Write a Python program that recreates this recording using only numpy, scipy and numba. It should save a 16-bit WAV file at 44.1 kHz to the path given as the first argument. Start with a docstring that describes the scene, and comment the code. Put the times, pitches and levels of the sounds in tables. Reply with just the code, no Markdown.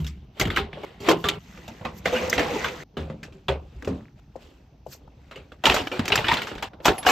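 """Blows and scraping as a van is stripped, in quick shots heard by a phone: trim strips prised off a sill,
a rubber mat dragged out of the footwell, footsteps on concrete, plastic parts and a tool tray dropped on a pile.
Damped partials, rattle and stick-slip grit ring the object of each shot, and each cut chops the blows.
Swelling notes, dry snaps, mat rasps and heel tocks join them over the steady rumble and hiss of the yard."""
import sys
import numpy as np
from scipy import signal
from scipy.fft import rfft, irfft, next_fast_len
from scipy.io import wavfile
from numba import njit

SR = 44100
rng = np.random.default_rng(int(sys.argv[2]) if len(sys.argv) > 2 else 0)


def unload_audio(sound):
    """Save the sound as a 16-bit wav file, at the path given as the first command line argument."""
    columns = np.transpose(np.atleast_2d(sound))
    # keep every value between -1 and 1, then stretch to whole-number steps
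    steps = np.round(np.clip(columns, -1, 1) * 32767)
    wavfile.write(sys.argv[1], SR, steps.astype(np.int16))


N = 313551

# Thud, body, clack, edge and air. Each row: low edge in Hz, high edge in Hz, decay as a factor, share of side
# sound, rattle in dB against the ring, slips a second, cycles that a slip rings, scatter of slips in dB,
# smooth hiss in dB under the slips.
BANDS = [(54, 210, 4.73, .012, -3, 27, 9.8, 1.5, -2), (250, 1073, 1.61, 0.54, -2, 220, 26, 4.5, -1.5),
         (1200, 4000, 0.97, 0.5, -5, 600, 19.3, 1.5, -1.5), (4250, 7790, 0.66, 0.5, 4, 750, 69, 2, -2.5),
         (11990, 14000, 0.46, 0.34, 1, 1200, 110, 9.5, 0)]
# Resonances of what is handled. Each row: pitch in Hz, width in Hz, level in dB before the shared ring level.
TRIM = [(400, 74, -5), (1070, 14, -13.5), (2180, 300, -8.5), (2970, 1000, -6)]
MAT = [(185.6, 53, -7.5), (498, 13, 0.5), (2010, 140, -3), (2520, 830, -8.5), (6080, 1200, 1)]
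GROUND = [(75, 18, -0.5), (135, 42, -6.5), (294, 31, 0.5), (385, 35, -1), (452, 390, -1), (522, 11, -7),
          (2620, 370, -6.5)]
PILE = [(410, 87, -18), (754, 85, -9), (880, 73, -8), (2870, 810, -13), (5500, 1200, -10)]
# The shots. Each row: start in seconds, resonances of the object that rings.
SHOTS = [(0, TRIM), (0.248, TRIM), (0.85, TRIM), (1.387, MAT), (2.836, GROUND), (5.62, PILE), (5.885, PILE),
         (6.688, PILE)]
# Air band of each shot, one value a shot: level in dB against the usual.
SHOT_AIR_DB = [1.5, 3, 1, 5, -3, 0.5, 0.5, 2]

CUTS = np.array([s for s, _ in SHOTS] + [N / SR])  # shot starts and the end, in seconds
PAIR = np.array([[1], [-1]])  # left and right
STEP = 8  # levels are worked out every eighth sample
WIDE_HZ = 550.  # below this the sound narrows to the middle
HEEL_PAN_DB = 6.5  # left minus right


def undb(db):
    """Gain of a level in dB."""
    return 10 ** (np.asarray(db) / 20)


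def band(x, lo_hz, hi_hz, order=3):
    """Band-pass of white noise, scaled to rms near 1."""
    sos = signal.butter(order, [lo_hz, hi_hz], "bandpass", fs=SR, output="sos")
    return signal.sosfilt(sos, x) / np.sqrt((hi_hz - lo_hz) / (SR / 2))


def spread(mid, side, share):
    """Left and right from a shared and an opposed part."""
    return mid + np.clip(share, 0, 1) * side * PAIR


def side_lean(hz, place, width):
    """Left and right gains of partials at random places, narrowing towards the bass."""
    return 1 + width * np.minimum(hz / WIDE_HZ, 1) * (place - .5) * PAIR


@njit
def add(out, start, stop, first, a, b, left, right):
    """Two-pole resonators that ring freely, each between its own two samples."""
    for k in range(len(a)):
        old, y = 0., first[k]
        for i in range(start[k], stop[k]):
            out[0, i] += left[k] * y
            out[1, i] += right[k] * y
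            old, y = y, a[k] * y - b[k] * old


def add_rings(out, s, end_s, hz, t60, gain):
    """Damped sines from times, pitches and decays; each stops about 40 dB down or at end_s."""
    start = (s * SR).astype(int)
    stop = np.minimum(start + (.65 * t60 * SR).astype(int), int(end_s * SR))
    turn = 2 * np.pi * hz / SR
    fall = 1e-3 ** (1 / (t60 * SR))
    add(out, start, stop, np.sin(turn), 2 * fall * np.cos(turn), fall ** 2, gain[0], gain[1])


def yard():
    """Steady rumble and hiss of the open yard, from shaped noise whose bass is alike left and right."""
    # Spectrum of the yard. Each row: frequency in Hz, relative density in dB per Hz.
    yard_shape = np.array([(15, -41), (25, -2.5), (55, 10), (111, -8.5), (439, -30.5), (818, -17.5),
                           (1100, -34.5), (6210, -33), (9070, -91), (13600, -39), (16000, -66)])
    size = next_fast_len(N)
    hz = np.maximum(np.arange(size // 2 + 1) * SR / size, 1)
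    shape = undb(np.interp(np.log(hz), np.log(yard_shape[:, 0]), yard_shape[:, 1]))
    mid, side = rfft(rng.standard_normal((2, size))) * shape
    out = irfft(spread(mid, side, hz / 9000.), size)[:, :N]
    return out * undb(-59) / np.sqrt(np.mean(out ** 2))


def rubbing():
    """Gain of rumble, scraping and slides in each band; brightness tips the bands round the clack."""
    # Low rumble of handling and steps. Each row: time in seconds, relative level in dB.
    rumble = [(0.0, -43), (0.24, -47), (0.53, -53), (0.95, -47.5), (1.21, -42.5), (1.52, -48), (2.14, -46),
              (2.26, -38), (2.49, -42), (2.79, -58.5), (3.8, -52), (4.16, -57), (4.53, -56.5), (5.48, -56),
              (6.22, -37), (6.38, -57), (6.61, -46), (7.11, -66)]
    # Scraping and rattling between knocks, one curve a stretch of work. Each row: time in seconds,
    # relative level in dB, brightness in dB a band.
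    scrape = [
        [(0.0, -52.5, 12), (0.412, -65.5, -17), (0.564, -35, -2), (0.644, -55, -13), (0.834, -40.5, -3),
         (1.062, -57.5, -3), (1.21, -52.5, 13), (1.344, -37, -1), (1.388, -55, 3)],
        [(1.388, -53.5, 2.5), (1.57, -44.5, -1), (2.106, -48, -4), (2.236, -26.5, -8), (2.306, -36, -7.5),
         (2.544, -28.5, -2.5), (2.662, -29, -4), (2.75, -62, -8), (2.84, -56.5, -11)],
        [(2.84, -75.5, -5), (2.96, -62, -6.5), (3.01, -51.5, 7), (3.154, -57, -1), (3.45, -63, 3),
         (3.566, -62.5, 3), (3.948, -48, 1), (4.154, -67, 1), (4.2, -51, 3)],
        [(4.2, -64, 2), (4.558, -64.5, -5), (4.816, -66.5, -4.5), (5.014, -65, -10.5), (5.278, -58, 4),
         (5.62, -61.5, 2.5)],
        [(5.62, -55, -3), (5.69, -27, 5), (5.81, -25.5, -1), (5.836, -37, 2.5), (6.018, -43.5, -6),
         (6.172, -24.5, 2), (6.244, -31, -1.5), (6.52, -38, -0.5), (6.622, -42, -5), (6.689, -54, 2)],
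        [(6.689, -55.5, -7.5), (6.885, -59, -24), (7.035, -39.5, -4), (7.11, -16.5, -9.5)],
    ]
    # Single slides and scuffs. Each row: start in seconds, moment the swell aims for in seconds, latest end
    # in seconds (a cut may come sooner), relative level in dB, brightness in dB a band.
    slides = [(0.31, 0.389, 0.44, -38.5, -1), (0.554, 0.565, 0.65, -23, 1.5),
              (0.98, 1.077, 1.235, -22, -2.5), (1.21, 1.263, 1.3, -27.5, -3),
              (1.91, 1.987, 2.02, -52.5, 15.5), (2.036, 2.054, 5.6, -30, -2), (2.07, 2.167, 2.3, -26, -0.5),
              (4.286, 4.423, 4.84, -48.5, 4.5), (4.853, 4.934, 5, -45, 18.5), (4.94, 4.986, 5.7, -62, 2),
              (6.242, 6.335, 6.27, -29, 18), (6.81, 6.847, 7.4, -42, 10), (7.054, 7.061, 7.9, -24, 6)]
    # Body, clack, edge and air at brightness 0, each in dB against the level of the scrape.
    colour = np.array([-7.5, -8.5, -18, -30])[:, None]
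    # How far brightness moves body, clack, edge and air, each as a factor.
    tip = np.array([-0.75, 0.26, 1.09, 1.61])[:, None]
    swell_db = 34  # how far below its aim a slide starts, and the fall it heads for afterwards

    t = np.arange(N // STEP + 1) * STEP / SR
    db = np.zeros((len(BANDS), len(t)))
    db[0] = np.interp(t, *np.transpose(rumble))
    for curve in scrape:
        s, level, bright = np.transpose(curve)
        now = t >= s[0]
        db[1:, now] = np.interp(t[now], s, level) + colour + tip * np.interp(t[now], s, bright)
    power = undb(db) ** 2
    for start, aim, end, level, bright in slides:
        next_cut = CUTS[CUTS > aim][0]
        now = (t > start) & (t < min(end, next_cut))
        swell = np.interp(t[now], [start, aim, end], [-swell_db, 0, -swell_db])
        power[1:, now] += undb(level + swell + colour + tip * bright) ** 2
    shot = np.searchsorted(CUTS[1:-1], t)
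    power[-1] *= undb(np.array(SHOT_AIR_DB)[shot]) ** 2
    return np.sqrt(power)


def slips(k, noise):
    """Dense small stick-slips in band k, each ringing briefly at its own pitch, over a smooth hiss."""
    lo, hi, _, share, _, rate, cycles, scatter_db, hiss_db = BANDS[k]
    when, u, size, place, pick = rng.random((8000, 5))[:int(rate * N / SR)].T

    # in body and clack, half of the slips follow a wandering pitch with 14 new goals a second
    goals = rng.random(int(14 * N / SR))
    favoured = np.interp(when, np.linspace(0, 1, len(goals)), goals) + .15 * (u - .5)
    follows = pick < .5 * (k in (1, 2))
    u = np.where(follows, np.clip(favoured, 0, 1), u)
    hz = lo * (hi / lo) ** u

    gain = undb(scatter_db * np.minimum(-np.log(1 - size), 3.2)) * side_lean(hz, place, share * 3.5)
    out = np.zeros((2, N))
    add_rings(out, when * N / SR, N / SR, hz, cycles / hz, gain)
    side_lo = max(lo, min(WIDE_HZ, hi / 2))
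    hiss = spread(band(noise[0], lo, hi), band(noise[1], side_lo, hi), share)
    return out / np.sqrt(np.mean(out ** 2)) + undb(hiss_db) * hiss


def notes():
    """Clear notes, low and middle hums and one thin high tone: wavering sines that swell, then fade or are cut."""
    # Each row: start in seconds, pitch in Hz, level in dB before swell and decay, rise in ms, decay in seconds.
    note_rows = [(0.0, 153.5, -24.5, 0.69, 0.28), (0.015, 70.1, -23.5, 5.7, 0.49),
                 (0.401, 379, -25.5, 5.6, 0.14), (0.419, 64.6, -17.5, 17, 0.2),
                 (0.564, 374, -37, 5.4, 0.061), (0.575, 790, -28, 6.7, 0.23), (1.02, 410, -26, 28, 0.57),
                 (1.082, 337, -1.5, 3.8, 0.054), (1.1, 536, -17.5, 6.2, 0.13), (1.13, 333, -27.5, 7, 0.32),
                 (1.11, 168.6, -24.5, 19, 0.35), (1.245, 410, -21.5, 11, 0.24),
                 (1.249, 1180, -21, 7.4, 0.17), (2.063, 197, -21, 8.1, 0.13), (2.12, 505, -13.5, 8.2, 0.16),
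                 (2.155, 230, -20.5, 6.7, 0.14), (2.225, 506, -14, 9.6, 0.13),
                 (2.554, 422, -16.5, 4.8, 0.096), (2.989, 74.8, -24, 25, 0.42), (3.095, 525, -35, 5, 0.21),
                 (3.34, 384, -39, 12, 0.17), (3.485, 70, -22.5, 7.1, 0.34),
                 (3.487, 131.5, -18.5, 9.9, 0.16), (3.488, 396, -20, 3.1, 0.15),
                 (3.495, 538, -20, 2.1, 0.16), (3.749, 61.7, -24.5, 14, 0.2), (3.875, 98, -20.5, 9.2, 0.18),
                 (3.885, 263.8, -20, 12, 0.25), (3.895, 76.3, -24, 19, 0.3), (3.899, 180, -25, 4.2, 0.22),
                 (5.077, 888, -50, 1, 0.034), (5.665, 882, -14.5, 3, 0.083), (6.283, 880, -38, 4.1, 0.043),
                 (6.314, 970, -7.5, 0.91, 0.043), (6.856, 719, -5, 1.8, 0.042),
                 (6.885, 439, -14.5, 4.9, 0.079), (6.978, 11200, -20.5, 6.8, 0.083),
                 (7.068, 753, -12, 4.2, 0.13)]
    wobble = 0.0091  # share by which the pitch strays, less above 1 kHz
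    out = np.zeros(N)
    for (s, hz, db, rise_ms, t60), u in zip(note_rows, rng.random(len(note_rows))):
        a = int(max(s, 0) * SR)
        next_cut = CUTS[CUTS > s + 1e-4][0]
        t = np.arange(int(min(next_cut - s, t60) * SR) - 1) / SR
        phase = 2 * np.pi * (hz * t + wobble * min(hz, 1000) / 30 * np.sin(30 * t + 6 * u))
        swell = (1 - np.exp(-t * 1000 / max(rise_ms, .3))) ** 2
        out[a:a + len(t)] += undb(db) * swell * 0.00067 ** (t / t60) * np.sin(phase)
    return out


def partial_pitches(k, shot, u, body_hz, clack_hz):
    """Pitches of a blow's partials in band k: low modes, a cluster round one pitch, or a free scatter."""
    # Low modes of the van body, the base of every thud: pitches in Hz before the shot's factor.
    boom_hz = [70.5, 149, 223.5]
    # Thud pitch of each shot as a factor; loose parts on the pile thud higher than the van.
    boom_pitch = [1.1, 0.92, 1.1, 1, 1, 1.7, 1.5, 1.2]
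    lo, hi = BANDS[k][:2]
    hz = lo * (hi / lo) ** u
    if k == 0:
        hz = np.array(boom_hz) * boom_pitch[shot] * (1 + .12 * (u - .5))
    if k == 1:  # a hollow part gathers its partials round one pitch
        hz = body_hz * 2 ** (1.5 * (u - .5) * np.linspace(.1, 1, len(u)))
    if k == 2:
        hz[::2] = clack_hz * 2 ** (.5 * (u[::2] - .5))
    return hz


def add_chatter(out, s, cut, centre_hz, t60, gain, share, chance):
    """A struck part chatters on near its pitch in short ticks, thinning and fading with its decay."""
    late, u, size, place = chance
    after = .6 * t60 * late ** 1.5
    hz = centre_hz * 2 ** (0.98 * (u - .5))
    fade = undb(-3 - 60 * after / (1.69 * t60))
    each = gain * fade * size * (1 + share * (place - .5) * PAIR)
    add_rings(out, np.minimum(s + after, cut), cut, hz, 20.7 / hz, each)  # a tick rings 20.7 cycles


def knocks(k, count):
    """Band k of all blows: struck partials, and the power over time of the rattle and crack."""
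    # Blows on the handled parts. Each row: start in seconds, relative clack level in dB, then thud, body and
    # edge in dB above it, body pitch in Hz, clack pitch in Hz, decay in seconds before the factors of band and shot.
    knock_rows = [(0.0014, -43, 11.5, 6, -13, 250, 1200, 0.12), (0.0442, -36, 4, -27, -7, 380, 3330, 0.069),
                  (0.0646, -34.5, -19, -33, -3, 258, 3310, 0.12),
                  (0.397, -16.5, -6, -9.5, -4.5, 394, 1360, 0.083),
                  (0.4105, -14, -9.5, -6.5, -7.5, 752, 2010, 0.081),
                  (0.4516, -24.5, -1, 1.5, -14, 298, 3250, 0.08), (0.472, -27, 6, 1, -14, 294, 1400, 0.092),
                  (0.5012, -23.5, -13, -9, -21, 294, 1683, 0.22),
                  (0.561, -17.5, -25, -27, -15, 890, 2880, 0.06),
                  (0.5695, -13, -15.5, -9.5, -23, 362, 1470, 0.13),
                  (0.7295, -34.5, -5, -5, -44, 757, 2540, 0.16),
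                  (0.7705, -45.5, -10, 13.5, -30, 558, 1200, 0.12),
                  (0.8334, -38, -26, 11.5, -14, 612, 1320, 0.22),
                  (1.0021, -46, 4, 8.5, -2, 461, 2940, 0.81),
                  (1.0863, -9.5, -19.5, 1, -10.5, 790, 1305, 0.11),
                  (1.112, -13.5, -36, -2, -9.5, 840, 1290, 0.061),
                  (1.2406, -18.5, -10, -2, -19.5, 1183, 1560, 0.22),
                  (1.286, -10, -29, -17.5, -8.5, 392, 3320, 0.053),
                  (1.5733, -39.5, -8, -5, -18, 453, 1420, 0.061),
                  (1.6783, -36, -1, 3.5, -10.5, 654, 3220, 0.086),
                  (1.8113, -46.5, 10, 15, -27, 703, 1440, 0.077),
                  (1.8496, -24, -10.5, 1.5, -26, 724, 1300, 0.11),
                  (2.0558, -15.5, -14, -3, -22, 594, 1600, 0.12),
                  (2.1264, -29, -9, 7, -16, 536, 1170, 0.35),
                  (2.2968, -35.5, -5.5, -10, 12.5, 522, 2160, 0.05),
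                  (2.3272, -18, -25.5, -6.5, -15, 470, 1840, 0.17),
                  (2.3796, -15.5, -16, -1, -26, 689, 2270, 0.15),
                  (2.392, -18.5, -20, -4.5, -20.5, 521, 1883, 0.28),
                  (2.5536, -33.5, 0, 0, -13, 437, 2010, 0.096),
                  (2.6435, -19, -19, -7, -24.5, 1070, 1455, 0.17),
                  (2.681, -26, -23, -9.5, -17.5, 900, 2570, 0.1),
                  (2.9686, -28.5, -3, -2.5, -19.5, 464, 1425, 0.21),
                  (3.0981, -38.5, 4, -1, -17, 531, 1260, 0.12),
                  (3.2304, -33, -27, -11.5, -9, 250, 2010, 0.13),
                  (3.323, -51, -7, -2.5, -10, 250, 2750, 0.24),
                  (3.483, -17.5, -17.5, -6, -20.5, 904, 2944, 0.13),
                  (3.823, -35.5, -11, -2, -9, 362, 1410, 0.04),
                  (3.8464, -36.5, -15, -3, -6, 264, 2700, 0.082), (3.873, -31, 0, 2, -13, 526, 1310, 0.15),
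                  (5.3111, -33, -25, -15, -18.5, 566, 1350, 0.13),
                  (5.3577, -35, -31, -10, -17, 508, 2486, 0.18),
                  (5.5182, -38.5, -12, -8, -15, 656, 1410, 0.074),
                  (5.638, -17, -23, -2, -17, 901, 1410, 0.15),
                  (5.654, -5.5, -18, -15, -17, 392, 2685, 0.13),
                  (5.6659, -10, -14.5, -5, -18, 860, 2960, 0.1),
                  (5.6965, -10, -12, -11.5, -19.5, 802, 2870, 0.14),
                  (5.719, -14, -19, -3.5, -24, 656, 2890, 0.065),
                  (5.7413, -17, -35, -2.5, -6.5, 536, 1220, 0.13),
                  (5.7625, -13, -28, -11, -19.5, 792, 1320, 0.14),
                  (5.8702, -21.5, -31, -8.5, -19, 452, 2620, 0.083),
                  (5.915, -25.5, -20, -3, -20, 497, 2650, 0.61),
                  (5.9925, -16.5, 2, -2.5, -15.5, 250, 3000, 0.047),
                  (6.0546, -22.5, -21, -16, -7, 680, 2180, 0.052),
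                  (6.0789, -19, -28, -7.5, -5, 344, 2400, 0.062),
                  (6.1005, -18.5, -22, -6, -29, 900, 1580, 0.05),
                  (6.1198, -6.5, -20.5, -11.5, -35, 400, 2870, 0.1),
                  (6.155, -8.5, -16, -14, -7.5, 1160, 1660, 0.044),
                  (6.1759, -16, -16, -14, -22, 1007, 2750, 0.15),
                  (6.186, -22.5, -3, 4.5, -20, 592, 1390, 0.055),
                  (6.2417, -18.5, -11, -18, -38, 398, 1720, 0.19),
                  (6.267, -17, -27, -22, -33, 880, 2270, 0.091),
                  (6.2825, -11, -17, -8, -24, 982, 2100, 0.18),
                  (6.3155, -13.5, -12.5, -9.5, -18, 955, 2050, 0.2),
                  (6.338, -14.5, -34, -11, -12.5, 890, 3100, 0.055),
                  (6.3684, -18.5, -40, -21, -22, 880, 3646, 0.21),
                  (6.4172, -22.5, -41, -28, -14, 1260, 1960, 0.13),
                  (6.4702, -25.5, -25, -11, -14.5, 970, 1446, 0.17),
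                  (6.513, -32.5, -5, 1.5, -33, 398, 1390, 0.12),
                  (6.552, -33.5, -12.5, 0, -15, 400, 1980, 0.064),
                  (6.5802, -28.5, -10, -16, -20, 384, 1740, 0.073),
                  (6.6243, -19, -25, -8, -15, 982, 1610, 0.11),
                  (6.7333, -41, -3, 4.5, -32, 273, 1390, 0.058),
                  (6.8009, -43.5, -11, 7, -33, 452, 1400, 0.08),
                  (6.8465, -23.5, -26, -12, -7, 730, 3370, 0.088),
                  (6.8543, -6.5, -13, -7, -9.5, 737, 1213, 0.12),
                  (6.8808, -6, -25, -3, -20, 384, 1260, 0.063),
                  (6.893, -18, -20, 2.5, -14, 500, 1900, 0.06),
                  (6.915, -28.5, -18, -2, -23, 960, 1280, 0.17),
                  (6.9804, -30, -22, -7, -9.5, 630, 1920, 0.082),
                  (7.0281, -29, -14, -7, -15, 920, 1940, 0.16),
                  (7.049, -25.5, -18, -1, -29, 835, 1400, 0.065),
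                  (7.0651, -11, -32, -2.5, -16, 722, 1408, 0.26),
                  (7.0873, -11, -36, -7, -13, 720, 1200, 0.44)]
    # Heel taps on concrete. Each row: start in seconds, relative clack level in dB, then thud, body and
    # edge in dB above it, body pitch in Hz, clack pitch in Hz, decay in seconds before the same factors.
    heel_rows = [(4.36, -53, 7.5, 10.7, -1.5, 582, 1750, 0.05),
                 (4.867, -55, 6.7, 11.3, -2, 496, 3260, 0.06), (5.077, -62, 14, 13.6, -5, 925, 1200, 0.02)]
    # How long the thuds of each shot boom, as a factor.
    shot_boom = [1.2, 0.93, 0.8, 0.97, 0.91, 0.61, 0.55, 0.48]
    # Where each shot's work sits: left minus right in dB, added to the pan of the contact.
    shot_pan = [0.3, 0.9, -0.4, -0.7, 0.1, -0.44, 0.44, 0.4]

    _, _, stretch, share, rattle_db = BANDS[k][:5]
    struck, power = np.zeros((2, N)), np.zeros((2, N // STEP + 1))
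    # append how fast the contact builds up (ms) and its pan (dB)
    blows = [(*row, 3.9, -0.4) for row in knock_rows]
    blows += [(*row, 0.86, HEEL_PAN_DB) for row in heel_rows]
    chance = rng.random((len(blows), 6, count))
    ticks = rng.random((len(blows), 4, 30))  # 30 ticks of chatter a blow
    for row, tick, (u, size, life, place, late, sign) in zip(blows, ticks, chance):
        s, db, thud, body, edge, body_hz, clack_hz, t60, rise_ms, pan = row
        shot = np.sum(CUTS[1:] <= s)
        cut = CUTS[CUTS > s][0]
        rise = max(rise_ms, .2) / 1000
        if k == 0:
            t60 = t60 * shot_boom[shot]
        t60 = max(t60 * stretch, .008)
        air = edge - 8.5 + SHOT_AIR_DB[shot]
        band_db = (thud, body, 0, edge, air)[k]
        pan_db = PAIR * (pan + shot_pan[shot]) / 2 * (k > 0)  # thuds stay in the middle
        gain = undb(db - 5.0 + band_db + pan_db)

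        hz = partial_pitches(k, shot, u, body_hz, clack_hz)
        each = gain * (0.38 + size) * np.sign(sign - .5) * side_lean(hz, place, share * 0.46)
        each = each * 2.0 / np.sqrt(count)
        partial_t60 = t60 * (0.08 + 1.32 * life ** 2)
        if k > 1:  # small stiff parts ring shorter than their rattle lasts
            partial_t60 = partial_t60 * 0.58
        # a soft or glancing contact sets the partials off one after another
        add_rings(struck, s + rise * late, cut, hz, partial_t60, each * (1.6 - life))
        if k in (1, 2):
            add_chatter(struck, s + rise, cut, (body_hz, clack_hz)[k - 1], t60, gain, share, tick)

        a = int(s * SR / STEP)
        t = np.arange(int(min(cut - s, 1.4 * t60) * SR / STEP)) * STEP / SR
        rattle = undb(rattle_db) * (1 - np.exp(-t / rise)) * 0.00067 ** (t / (1.63 * t60))
        power[:, a:a + len(t)] += (gain * rattle) ** 2
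        if k > 1:  # a dry crack at first touch: the slower the contact, the weaker
            crack = undb(-1.5) * min(0.0024 / rise, 1) * (1 - np.exp(-t / 0.001))
            crack = crack * 0.0019 ** (np.abs(t - rise / 2) / 0.026)
            power[:, a:a + len(t)] += (gain * crack) ** 2
    return struck, power


def contacts():
    """Blows and scraping together: what shakes the object in hand."""
    # Partials that a blow rings in each band, as a count.
    partials = [3, 8, 12, 10, 3]
    out, rub, noise = 0, rubbing(), rng.standard_normal((2, N))
    for k in range(len(BANDS)):
        struck, power = knocks(k, count=partials[k])
        level = np.repeat(np.sqrt(power + rub[k] ** 2), STEP, axis=1)[:, :N]
        out = out + struck + level * slips(k, noise) * undb(-3.5)
    return out


def ring(force):
    """Each shot adds the resonances of its object, as peak filters driven by the contacts."""
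    ring_db = 4
    out = force.copy()
    edges = [int(s * SR) for s, _ in SHOTS] + [N]
    for (_, modes), a, b in zip(SHOTS, edges, edges[1:]):
        for hz, width, db in modes:
            peak = signal.iirpeak(hz, hz / max(width, 5), SR)
            out[:, a:b] += undb(ring_db + db) * signal.lfilter(*peak, force[:, a:b])
    return out


def push(s, db, from_hz, to_hz, half_ms):
    """One brief push under a bell-shaped envelope, its pitch sliding."""
    out, half = np.zeros(N), half_ms / 1000
    t = np.arange(-int(2 * half * SR), int(2 * half * SR)) / SR
    phase = 2 * np.pi * np.cumsum(np.interp(t, [-half, half], [from_hz, to_hz])) / SR
    a = int((s + t[0]) * SR)
    out[a:a + len(t)] = undb(db) * np.exp(-2 * (t / half) ** 2) * np.sin(phase)
    return out


def snaps():
    """Stiff plastic snaps dryly, in a few cycles of one pitch."""
    # Each row: middle of the snap in seconds, envelope peak in dB, pitch in Hz.
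    snap_rows = [(0.573, -15.5, 1600), (0.7321, -28.5, 1920), (2.33, -10, 1900), (3.8245, -34, 1750),
                 (3.848, -36, 2770), (4.009, -46.5, 1700), (4.056, -45, 2000), (4.084, -46.5, 1900),
                 (5.658, -4.5, 2700), (5.7, -5, 3200), (6.081, -15, 2520), (6.1567, -13.5, 1810),
                 (6.177, -11, 2730), (6.319, -9.5, 1900)]
    half_cycles = 1.393  # half-length of the bell, in cycles
    return sum(push(s, db, hz, hz, half_cycles * 1000 / hz) for s, db, hz in snap_rows)


def rasps():
    """Rough narrow bands whose centre slides as the mat bends and drags."""
    # Each row: start in seconds, loudest moment in seconds, end in seconds, first pitch in Hz, last pitch
    # in Hz, width in Hz, relative level in dB.
    rasp_rows = [(2.121, 2.175, 2.23, 3100, 2180, 500, -33), (2.14, 2.158, 2.2, 1305, 1825, 250, -33),
                 (2.42, 2.48, 2.55, 850, 785, 80, -34.5), (2.4, 2.527, 2.62, 468, 520, 70.6, -36),
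                 (2.537, 2.564, 2.6, 940, 803, 120, -31.5), (2.597, 2.638, 2.73, 1685, 1310, 300, -39.5),
                 (2.63, 2.666, 2.74, 526, 400, 91, -36.5)]
    out = np.zeros((2, N))
    for start, top, end, from_hz, to_hz, width_hz, db in rasp_rows:
        a, b = int(start * SR), int(end * SR)
        t = np.arange(a, b) / SR
        lowpass = signal.butter(2, width_hz / 2, fs=SR, output="sos")
        rough = signal.sosfilt(lowpass, rng.standard_normal((4, SR // 2)))[:, :b - a]
        turn = 2 * np.pi * np.cumsum(np.linspace(from_hz, to_hz, b - a)) / SR
        pair = (rough[:2] * np.cos(turn) + rough[2:] * np.sin(turn)) * np.sqrt(SR / width_hz)
        swell_db = np.interp(t, [start, top, end], [-15, 0, -15])
        out[:, a:b] += spread(*pair, 0.18) * undb(db + swell_db)
    return out


def heel_tocks():
    """Hollow heel tocks: brief pushes of falling pitch with a close echo, towards the left."""
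    # Each row: middle of the tock in seconds, envelope peak in dB before panning.
    tock_rows = [(4.358, -30), (4.8662, -29), (4.951, -45)]
    echo_ms, echo_db = 5.97, -14
    heel = sum(push(s, db, from_hz=950, to_hz=250, half_ms=2.31) for s, db in tock_rows)
    heel = heel + undb(echo_db) * np.roll(heel, int(echo_ms * SR / 1000))
    return heel * undb(PAIR * HEEL_PAN_DB / 2)


def scene():
    """All shots in a row."""
    handling = ring(contacts()) * undb(-3.5)
    return handling + notes() + snaps() + rasps() + heel_tocks() + yard()


def record(dry):
    """The phone cuts the deepest bass, rounds the loudest peaks and cuts the top."""
    bass_cut = signal.butter(3, 33., "highpass", fs=SR, output="sos")
    top_cut = signal.ellip(8, .2, 70, 16000, fs=SR, output="sos")
    rounded = np.tanh(1.121 * signal.sosfilt(bass_cut, dry)) / 0.83
    return signal.sosfilt(top_cut, rounded)


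dry = scene()
out = record(dry)
unload_audio(out)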